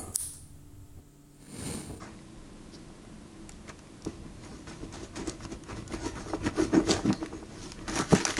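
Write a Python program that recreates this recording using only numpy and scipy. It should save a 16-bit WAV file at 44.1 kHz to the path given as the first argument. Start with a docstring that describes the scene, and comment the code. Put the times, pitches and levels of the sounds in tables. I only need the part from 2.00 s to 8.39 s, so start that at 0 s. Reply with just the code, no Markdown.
"""On a wooden table in a quiet kitchen, a knife saws in short strokes at the lid of a hollow cardboard box.
Each stroke is made of random slips that ring the thin lid (rasp), the walls, the air inside and the table.
Snapping fibres are clicks and bursts of noise, knocks are short pushes that ring the box, and
brief glides on the glossy print are narrow hisses. A little room echo follows these sounds.
The kitchen is broad noise, microphone hiss included, with a few wavering low tones."""
import sys
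import numpy as np
from scipy import signal
from scipy.fft import rfft, irfft, next_fast_len
from scipy.io import wavfile
from scipy.ndimage import uniform_filter1d

SR = 44100
rng = np.random.default_rng(int(sys.argv[2]) if len(sys.argv) > 2 else 0)


def master(y):
    """Save y as 16-bit WAV."""
    cut = np.clip(np.atleast_2d(y).T, -1, 1)
    pcm = np.round(cut * 32767)  # scale
    wavfile.write(sys.argv[1], SR, pcm.astype(np.int16))


N = 281903  # length in samples

# Colour of the kitchen noise: [f/Hz, relative level per Hz/dB]
KITCHEN_COLOUR = [(15, -31), (25, 10), (74, -15), (96, -6.5), (221, -3), (251, -11), (318, -5.5),
                  (433, -15.5), (547, -16.5), (851, -22), (1020, -23), (2880, -29), (10000, -32.5),
                  (12300, -38.5), (16000, -79), (22000, -120)]
# Wavering appliance tones: [f/Hz, width of each filter pass/Hz, rms level/dB]
APPLIANCE_TONES = [(66.8, 4, -60), (214.2, 8, -65.5), (288.4, 21, -61.5), (326.5, 9.7, -61),
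                   (1032, 170, -68.5)]
# Skin or blade gliding on the glossy print:
# [middle t/s, half length/s, f/Hz, width of each filter pass/Hz, rms level at the middle/dB]
GLIDES = [(0.746, 0.015, 4800, 1300, -50.5), (5.163, 0.037, 4320, 400, -52.5),
          (5.36, 0.042, 6550, 500, -60)]
# Resonances of the air in the box, its walls, the thin lid and the table top:
# [f/Hz, width/Hz, relative level/dB]
AIR_MODES = [(111, 18, -5), (152.5, 119, -1.5), (185.7, 48, 2), (211.2, 22.2, 0), (260.5, 16.2, -4),
             (323, 20.5, 0), (395.3, 30.2, -1), (427.7, 44.6, -2.5), (520, 58, -9.5), (545, 39, -8)]
WALL_MODES = [(706, 226, 1.5), (965, 72, 3.5), (1177, 142, 1), (1350, 86, 1), (1465, 85, 0),
              (1790, 300, -3), (2040, 58, 2.5), (2265, 720, -4), (2700, 890, -7.5)]
LID_MODES = [(3570, 2060, -6.5), (4265, 123, -1), (4620, 270, -10), (5430, 290, -1), (5800, 710, -5.5),
             (6380, 176, -1.5), (6740, 190, -3.5), (8120, 1320, -6), (9010, 1880, -7)]
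TABLE_MODES = [(42, 52, 1), (105, 108, 0.5)]
# Knocks of box on table or blade on box:
# [t/s, boom peak level/dB, wall peak level/dB, contact time/ms, favoured boom f/Hz]
KNOCK_EVENTS = [(0.902, -42, -45, 3.2, 342), (1.048, -48, -48, 2.1, 275), (2.062, -22, -36.5, 2, 377),
                (2.827, -29.5, -45, 1.6, 328), (4.26, -33, -38, 0.66, 345), (4.334, -31, -21.5, 0.83, 412),
                (4.355, -33, -48, 1.2, 400), (4.742, -18.5, -24, 1.3, 305), (4.799, -22.5, -27.5, 1.3, 444),
                (4.893, -15.5, -23.5, 2.8, 426), (4.991, -29, -27.5, 1.31, 334.8),
                (5.055, -26.5, -46, 1.07, 204.2), (5.103, -22, -23.5, 0.48, 223.5),
                (5.227, -35, -28.5, 0.61, 334), (5.326, -35, -35.5, 0.67, 334), (5.427, -35, -38, 2.3, 336),
                (5.99, -18.5, -48, 2.1, 340), (6.123, -9.5, -32, 1.54, 160),
                (6.128, -9.5, -14.5, 0.78, 404), (6.159, -34, -36, 1.7, 203)]
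# Fibres and glue letting go: [t/s, burst peak level/dB, drive level into the walls/dB, centre f/Hz]
FIBRE_SNAPS = [(.19, -43, -58, 2290), (.885, -49, -60, 5800), (1.05, -45, -40, 1900),
               (1.14, -50, -50, 1820), (1.493, -27, -33.5, 7300), (1.519, -39, -58, 5650),
               (1.6806, -38.5, -40, 2090), (1.693, -33, -37, 5590), (1.791, -40.5, -40, 5600),
               (1.8716, -41, -52, 1960), (2.022, -36, -51, 5660), (2.049, -29.5, -58, 5800),
               (2.4362, -40, -34.5, 2000), (2.671, -41, -33.5, 2320), (2.7097, -44, -35, 1970),
               (2.9263, -36, -39, 6100), (3.1584, -35, -46, 1860), (3.1722, -46, -38, 2360),
               (3.2742, -25.5, -51, 7200), (3.405, -44, -30.5, 1840), (3.4514, -32, -36, 5060),
               (3.637, -36, -39.5, 6520), (3.7167, -50, -27, 1760), (3.7677, -38, -33, 1850),
               (3.878, -33.5, -38, 6290), (3.9228, -32, -28, 1970), (4.154, -36, -41, 1880),
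               (4.284, -41, -41, 6440), (4.565, -34, -40, 1850), (4.7376, -33, -34, 1890),
               (4.8721, -42, -27, 6000), (4.9094, -11, -43, 4370), (5.1289, -20, -26, 4500),
               (5.2603, -27.5, -43, 1730), (5.657, -36, -54, 3500), (5.7193, -26.5, -35, 5260),
               (5.791, -39, -40, 2440), (5.88, -27.5, -28, 4230), (5.897, -27, -46, 5610),
               (5.957, -21, -36, 5900), (5.9896, -16, -38, 5400), (6.0105, -25, -40, 6300),
               (6.1092, -23.5, -29, 1730), (6.1501, -17, -19, 5900), (6.2052, -31, -38, 6130),
               (6.2518, -7, -13.5, 5810), (6.2674, -17.5, -49, 1734), (6.279, -16.5, -49, 1790),
               (6.3064, -18, -45, 1940), (6.34, -30, -47, 1840), (6.3691, -15.5, -32, 1710)]
# Knife strokes and hand rubs: [hardest at t/s, rise/s, fall/s, rasp level/dB, wall level/dB,
# hollow boom level/dB, table rumble level/dB, favoured boom f/Hz]
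KNIFE_STROKES = [(.034, 0.19, 0.17, -54.5, -47.5, -46.5, -49, 240),
                 (.745, 0.093, 0.11, -58, -60, -49, -55, 280),
                 (1.698, 0.037, 0.025, -49.5, -43, -42.5, -46, 260),
                 (2.075, 0.036, 0.16, -56.5, -51.5, -45, -41.5, 290),
                 (2.27, 0.13, 0.12, -72, -66, -44, -50, 235),
                 (2.445, 0.067, 0.11, -56.5, -51.5, -59, -54, 235),
                 (2.54, 0.32, 0.24, -56.5, -56, -48, -51, 288),
                 (2.682, 0.027, 0.23, -50.5, -49, -46.5, -47, 242),
                 (2.843, 0.058, 0.061, -56, -55, -40.5, -40.5, 276),
                 (2.94, 0.033, 0.14, -48, -44.5, -40.5, -47, 244),
                 (3.04, 0.11, 0.066, -50, -49.5, -40.5, -44.5, 295),
                 (3.165, .02, 0.084, -43, -45, -53, -51, 240),
                 (3.2, 0.088, 0.096, -50.5, -42, -32.5, -43.5, 265),
                 (3.281, .05, .11, -45, -44, -35, -41, 300),
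                 (3.452, 0.09, 0.036, -49.5, -44, -39.5, -44, 223),
                 (3.524, .04, 0.057, -48.5, -46.5, -35, -40.5, 271),
                 (3.7, 0.056, 0.14, -50, -43.5, -42, -44, 300),
                 (3.775, .06, 0.09, -51, -49, -43, -37.5, 260),
                 (3.941, 0.078, 0.079, -46.5, -40.5, -35.5, -40.5, 267),
                 (4.065, .11, 0.091, -41.5, -40, -33.5, -39.5, 332),
                 (4.164, 0.033, 0.13, -49.5, -42.5, -39.5, -46, 250),
                 (4.21, 0.087, 0.1, -50, -48, -44, -47, 250),
                 (4.291, 0.092, 0.14, -49.5, -47.5, -42.5, -55, 370),
                 (4.346, 0.041, 0.033, -50.5, -52, -29.5, -40, 424),
                 (4.467, 0.066, 0.059, -41.5, -34, -24, -32, 236),
                 (4.599, 0.066, 0.094, -40, -34, -25, -42, 347),
                 (4.643, 0.11, 0.072, -40.5, -41.5, -29, -37, 275),
                 (4.75, 0.054, 0.13, -43, -31.5, -19.5, -38, 292.8),
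                 (4.78, 0.038, 0.041, -58, -36, -20.5, -52, 299.7),
                 (4.908, 0.057, .11, -30, -29.5, -19.5, -32.5, 380),
                 (5.059, 0.043, 0.13, -48.5, -43, -21.5, -55, 233.7),
                 (5.095, 0.11, 0.081, -58.5, -41, -24, -57, 217),
                 (5.137, .05, 0.097, -52, -46.5, -44, -60, 245),
                 (5.229, 0.062, 0.14, -53.5, -48.5, -38.5, -47, 346),
                 (5.334, 0.035, 0.29, -60, -54.5, -41.5, -55, 330),
                 (5.56, 0.17, .2, -60, -53, -48.5, -49, 290),
                 (5.655, 0.23, 0.17, -47, -51, -45.5, -49, 270),
                 (5.817, 0.15, 0.071, -61, -52, -42, -52.5, 270),
                 (5.884, 0.01, 0.32, -43, -41, -36.5, -60, 265),
                 (5.965, 0.062, 0.18, -38, -37, -35.5, -56, 290),
                 (6.013, 0.14, 0.033, -36.5, -32.5, -36.5, -34.5, 288),
                 (6.126, 0.053, 0.042, -34, -32.5, -30, -46, 197),
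                 (6.158, 0.045, 0.074, -34, -31.5, -30.5, -50, 214),
                 (6.21, 0.064, 0.078, -38.5, -37, -32.5, -55, 304),
                 (6.295, 0.063, 0.096, -35, -34, -33, -47, 390),
                 (6.39, 0.04, 0.046, -35, -34, -29, -41, 270)]
# The blade's place on the box favours other wall modes: [t/s, favoured wall f/Hz]
WALL_PITCH_PATH = [(0, 830), (4.3, 870), (4.45, 910), (4.75, 700), (5.8, 1013), (5.97, 1260), (6.12, 895),
                   (6.25, 1580), (6.39, 1640)]

KITCHEN_DB = -47.5
ROOM_T60_S, ROOM_DB = 0.24, -16.5  # echo: time to fall 60 dB, level against the direct sound
SNAP_T60_S, TEAR_DB = 0.014, -20.5  # snap: time to fall 60 dB, drive of its tear against its peak
RASP_HZ = 5680  # favoured pitch of the lid
# Level lost over one rise or fall time, in dB: rasp and walls, hollow boom, table rumble
FADE_DB, BOOM_FADE_DB, RUMBLE_FADE_DB = 23.5, 32, 12.5
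ROUNDNESS = 1.038  # shape of a stroke: 1 = pointed peak, 2 = bell
TOP_HZ = 12200  # the treble is cut above this


def undb(db):
    """Turn decibels into a gain."""
    return 10 ** (np.asarray(db) / 20)


def unit(x):
    """Scale a sound to an rms level of 1."""
    return x / np.sqrt(np.mean(x ** 2))


def band(x, hz, width):
    """One resonance, which leaves its centre pitch at gain 1."""
    return signal.lfilter(*signal.iirpeak(hz, hz / width, fs=SR), x)


def narrow_noise(hz, width):
    """Noise passed twice through one resonance, at rms 1."""
    return unit(band(band(rng.standard_normal(N), hz, width), hz, width))


def walk(rate):
    """Random levels held for 1 / rate seconds, with smooth slides between them."""
    hold = int(SR / rate)
    steps = np.repeat(rng.standard_normal(N // hold + 1), hold)
    return uniform_filter1d(steps, hold)[:N]


def ring(x, modes, favour_hz=None, octaves=1., sway_db=0.):
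    """A body's resonances: grip and blade place favour one pitch, bending makes each mode swell and fade."""
    out = 0
    for k, (hz, width, db) in enumerate(modes):
        if favour_hz is not None:
            db = db - 6 * (np.log2(hz / favour_hz) / octaves) ** 2
        if sway_db:
            db = db + sway_db * walk(25)
        sign = (-1) ** k  # neighbours move in opposite directions
        out = out + sign * undb(db) * band(x, hz, width)
    return out


def grit(per_s, scatter_db):
    """Random slips: clicks of either sign, a few much larger than the rest."""
    hit = rng.random(N) < per_s / SR
    size = undb(scatter_db * rng.exponential(size=N))
    return unit(hit * rng.standard_normal(N) * size)


def kitchen():
    """Broad noise with a barely wavering level, plus narrow wavering tones, mostly in the bass."""
    hz, db = np.transpose(KITCHEN_COLOUR)
    n = next_fast_len(N)
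    bin_hz = np.arange(n // 2 + 1) * SR / n
    colour = undb(np.interp(np.log(bin_hz + 1), np.log(hz), db))
    noise = irfft(rfft(rng.standard_normal(n)) * colour, n)[:N]
    air = unit(noise) * undb(KITCHEN_DB + 0.11 * walk(9.6))
    tones = sum(undb(level) * narrow_noise(f, width) for f, width, level in APPLIANCE_TONES)
    return air + tones


def room(x):
    """Echoes blur into a short noisy tail that gets duller as it dies."""
    t = np.arange(SR // 2) / SR
    noise = rng.standard_normal(len(t))
    fade = np.exp(-np.log(1000) * t / ROOM_T60_S)
    dull = uniform_filter1d(noise, size=6) * fade
    bright = .5 * noise * fade ** 2  # dies twice as fast
    tail = (dull + bright) * (t > .004)
    return x + undb(ROOM_DB) * signal.fftconvolve(x, tail / np.linalg.norm(tail))[:N]


def swishes():
    """Gliding makes smooth noise in one narrow band, which swells and fades."""
    t = np.arange(N) / SR
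    out = 0
    for s, half, hz, width, db in GLIDES:
        bump = np.exp(-((t - s) / half) ** 2)
        out = out + undb(db) * bump * narrow_noise(hz, width)
    return out


def half_sine(t_ms, length_ms):
    """A push that rises and falls once."""
    return np.sin(np.pi * np.minimum(t_ms / max(length_ms, .1), 1))


def knocks():
    """A push rings the hollow, deeper when contact is long; a brief touch rings the walls."""
    out, t_ms = np.zeros(N), np.arange(8192) / SR * 1000
    for s, db, wall_db, contact_ms, hz in KNOCK_EVENTS:
        boom = ring(half_sine(t_ms, contact_ms), AIR_MODES, hz, octaves=1.0)
        wall = ring(half_sine(t_ms, .6), WALL_MODES, 810.0, octaves=1.0)
        knock = undb(db) * boom / np.abs(boom).max()
        knock = knock + undb(wall_db) * wall / np.abs(wall).max()
        i = int(s * SR)
        out[i:i + len(t_ms)] += knock[:N - i]
    return out


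def snaps():
    """Each snap is a click and a dying burst round its own pitch, a tap on the walls and a short tear."""
    out, taps, tears = np.zeros(N), np.zeros(N), np.zeros(N)
    t = np.arange(6000) / SR
    for s, db, wall_db, hz in FIBRE_SNAPS:
        i = int(s * SR)
        noise = rng.standard_normal(len(t))
        noise[0] = 5.2  # the click
        burst = (noise * np.exp(-np.log(1000) * t / SNAP_T60_S))[:N - i]
        bright = .5 * band(burst, hz, 0.28 * hz) + 0.095 * ring(burst, LID_MODES)
        span, tear_gain = slice(i, i + len(t)), undb(db + TEAR_DB)
        out[span] += undb(db) * bright / np.abs(bright).max()
        taps[span] += undb(wall_db) * burst
        tears[span] += tear_gain * (noise * np.exp(-(t / 0.098) ** 2))[:N - i]
        flap = band(noise * np.exp(-t / 0.042), hz, 0.05 * hz)[:N - i]  # the loose flap rings on
        out[span] += 0.53 * tear_gain * flap
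    return out + 1.51 * ring(taps + 0.15 * tears, WALL_MODES) + 0.5 * ring(tears, LID_MODES)


def rips(per_s, fade_s, depth):
    """A gain that jumps whenever a run of fibres gives way and then dies back."""
    jumps = np.abs(grit(per_s, 1.0))
    dying = signal.lfilter([1], [1, -np.exp(-1 / (fade_s * SR))], jumps)
    return 1 + depth * dying * np.sqrt(per_s / SR)


def swell(peaks_db, fade_db):
    """Level in dB: each stroke climbs to its peak and dies away; overlapping strokes add their power."""
    t, power = np.arange(0, N / SR, .001), 1e-12
    for (s, rise, fall, *_), db in zip(KNIFE_STROKES, peaks_db):
        away = np.maximum((s - t) / max(rise, .005), (t - s) / max(fall, .005))
        power = power + undb(db - fade_db * away ** ROUNDNESS) ** 2
    return np.interp(np.arange(N) / SR, t, 10 * np.log10(power))


def saw():
    """The blade's slips drive the box: dense fine ones the lid, sparser ones the walls, hollow and table."""
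    s, _, _, rasp_top, wall_top, boom_top, table_top, boom_pitch = np.transpose(KNIFE_STROKES)
    t = np.arange(N) / SR
    rasp_db, wall_db = swell(rasp_top, FADE_DB), swell(wall_top, FADE_DB)
    boom_db, table_db = swell(boom_top, BOOM_FADE_DB), swell(table_top, RUMBLE_FADE_DB)
    boom_hz = np.interp(t, s, boom_pitch)
    wall_hz = np.interp(t, *np.transpose(WALL_PITCH_PATH))

    drag = grit(3000, 1.67)
    # light strokes glide, hard ones rip
    tearing = rips(55.0, 0.0038, 0.7 * np.clip((rasp_db + 61.5) / 20, 0, 1))
    lid = ring(grit(16000, 2.1) * tearing, LID_MODES, RASP_HZ, octaves=0.94, sway_db=2.0)
    walls = ring(drag * tearing ** 0.24, WALL_MODES, wall_hz, octaves=1.7, sway_db=3.0)
    hollow = ring(drag, AIR_MODES, boom_hz, octaves=0.47)
    rumble = ring(drag, TABLE_MODES)

    # pressed hard, the blade sticks and slips in step with the favoured boom, its pitch wavering
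    judder = np.sin(2 * np.pi * np.cumsum(boom_hz * (1 + 0.0473 * walk(45))) / SR)
    pressed = np.clip((boom_db + 28.0) / 14, 0, 1.2)
    boom = undb(boom_db) * (unit(hollow) + pressed * judder)
    return undb(rasp_db) * unit(lid) + undb(wall_db) * unit(walls) + boom + undb(table_db) * unit(rumble)


def scene():
    """Everything at the box sounds in the room, over the kitchen."""
    box = swishes() + knocks() + snaps() + saw()
    return (kitchen() + room(box))[None]


def record(dry):
    """The deepest bass is lost; the treble droops near the top, then is cut."""
    no_rumble = signal.sosfilt(signal.butter(2, 30, "high", fs=SR, output="sos"), dry)
    droop = signal.sosfilt(signal.butter(10, 10900, fs=SR, output="sos"), no_rumble)
    return signal.sosfilt(signal.ellip(10, .2, 70, TOP_HZ, fs=SR, output="sos"), droop)


dry = scene()
out = record(dry)
master(out)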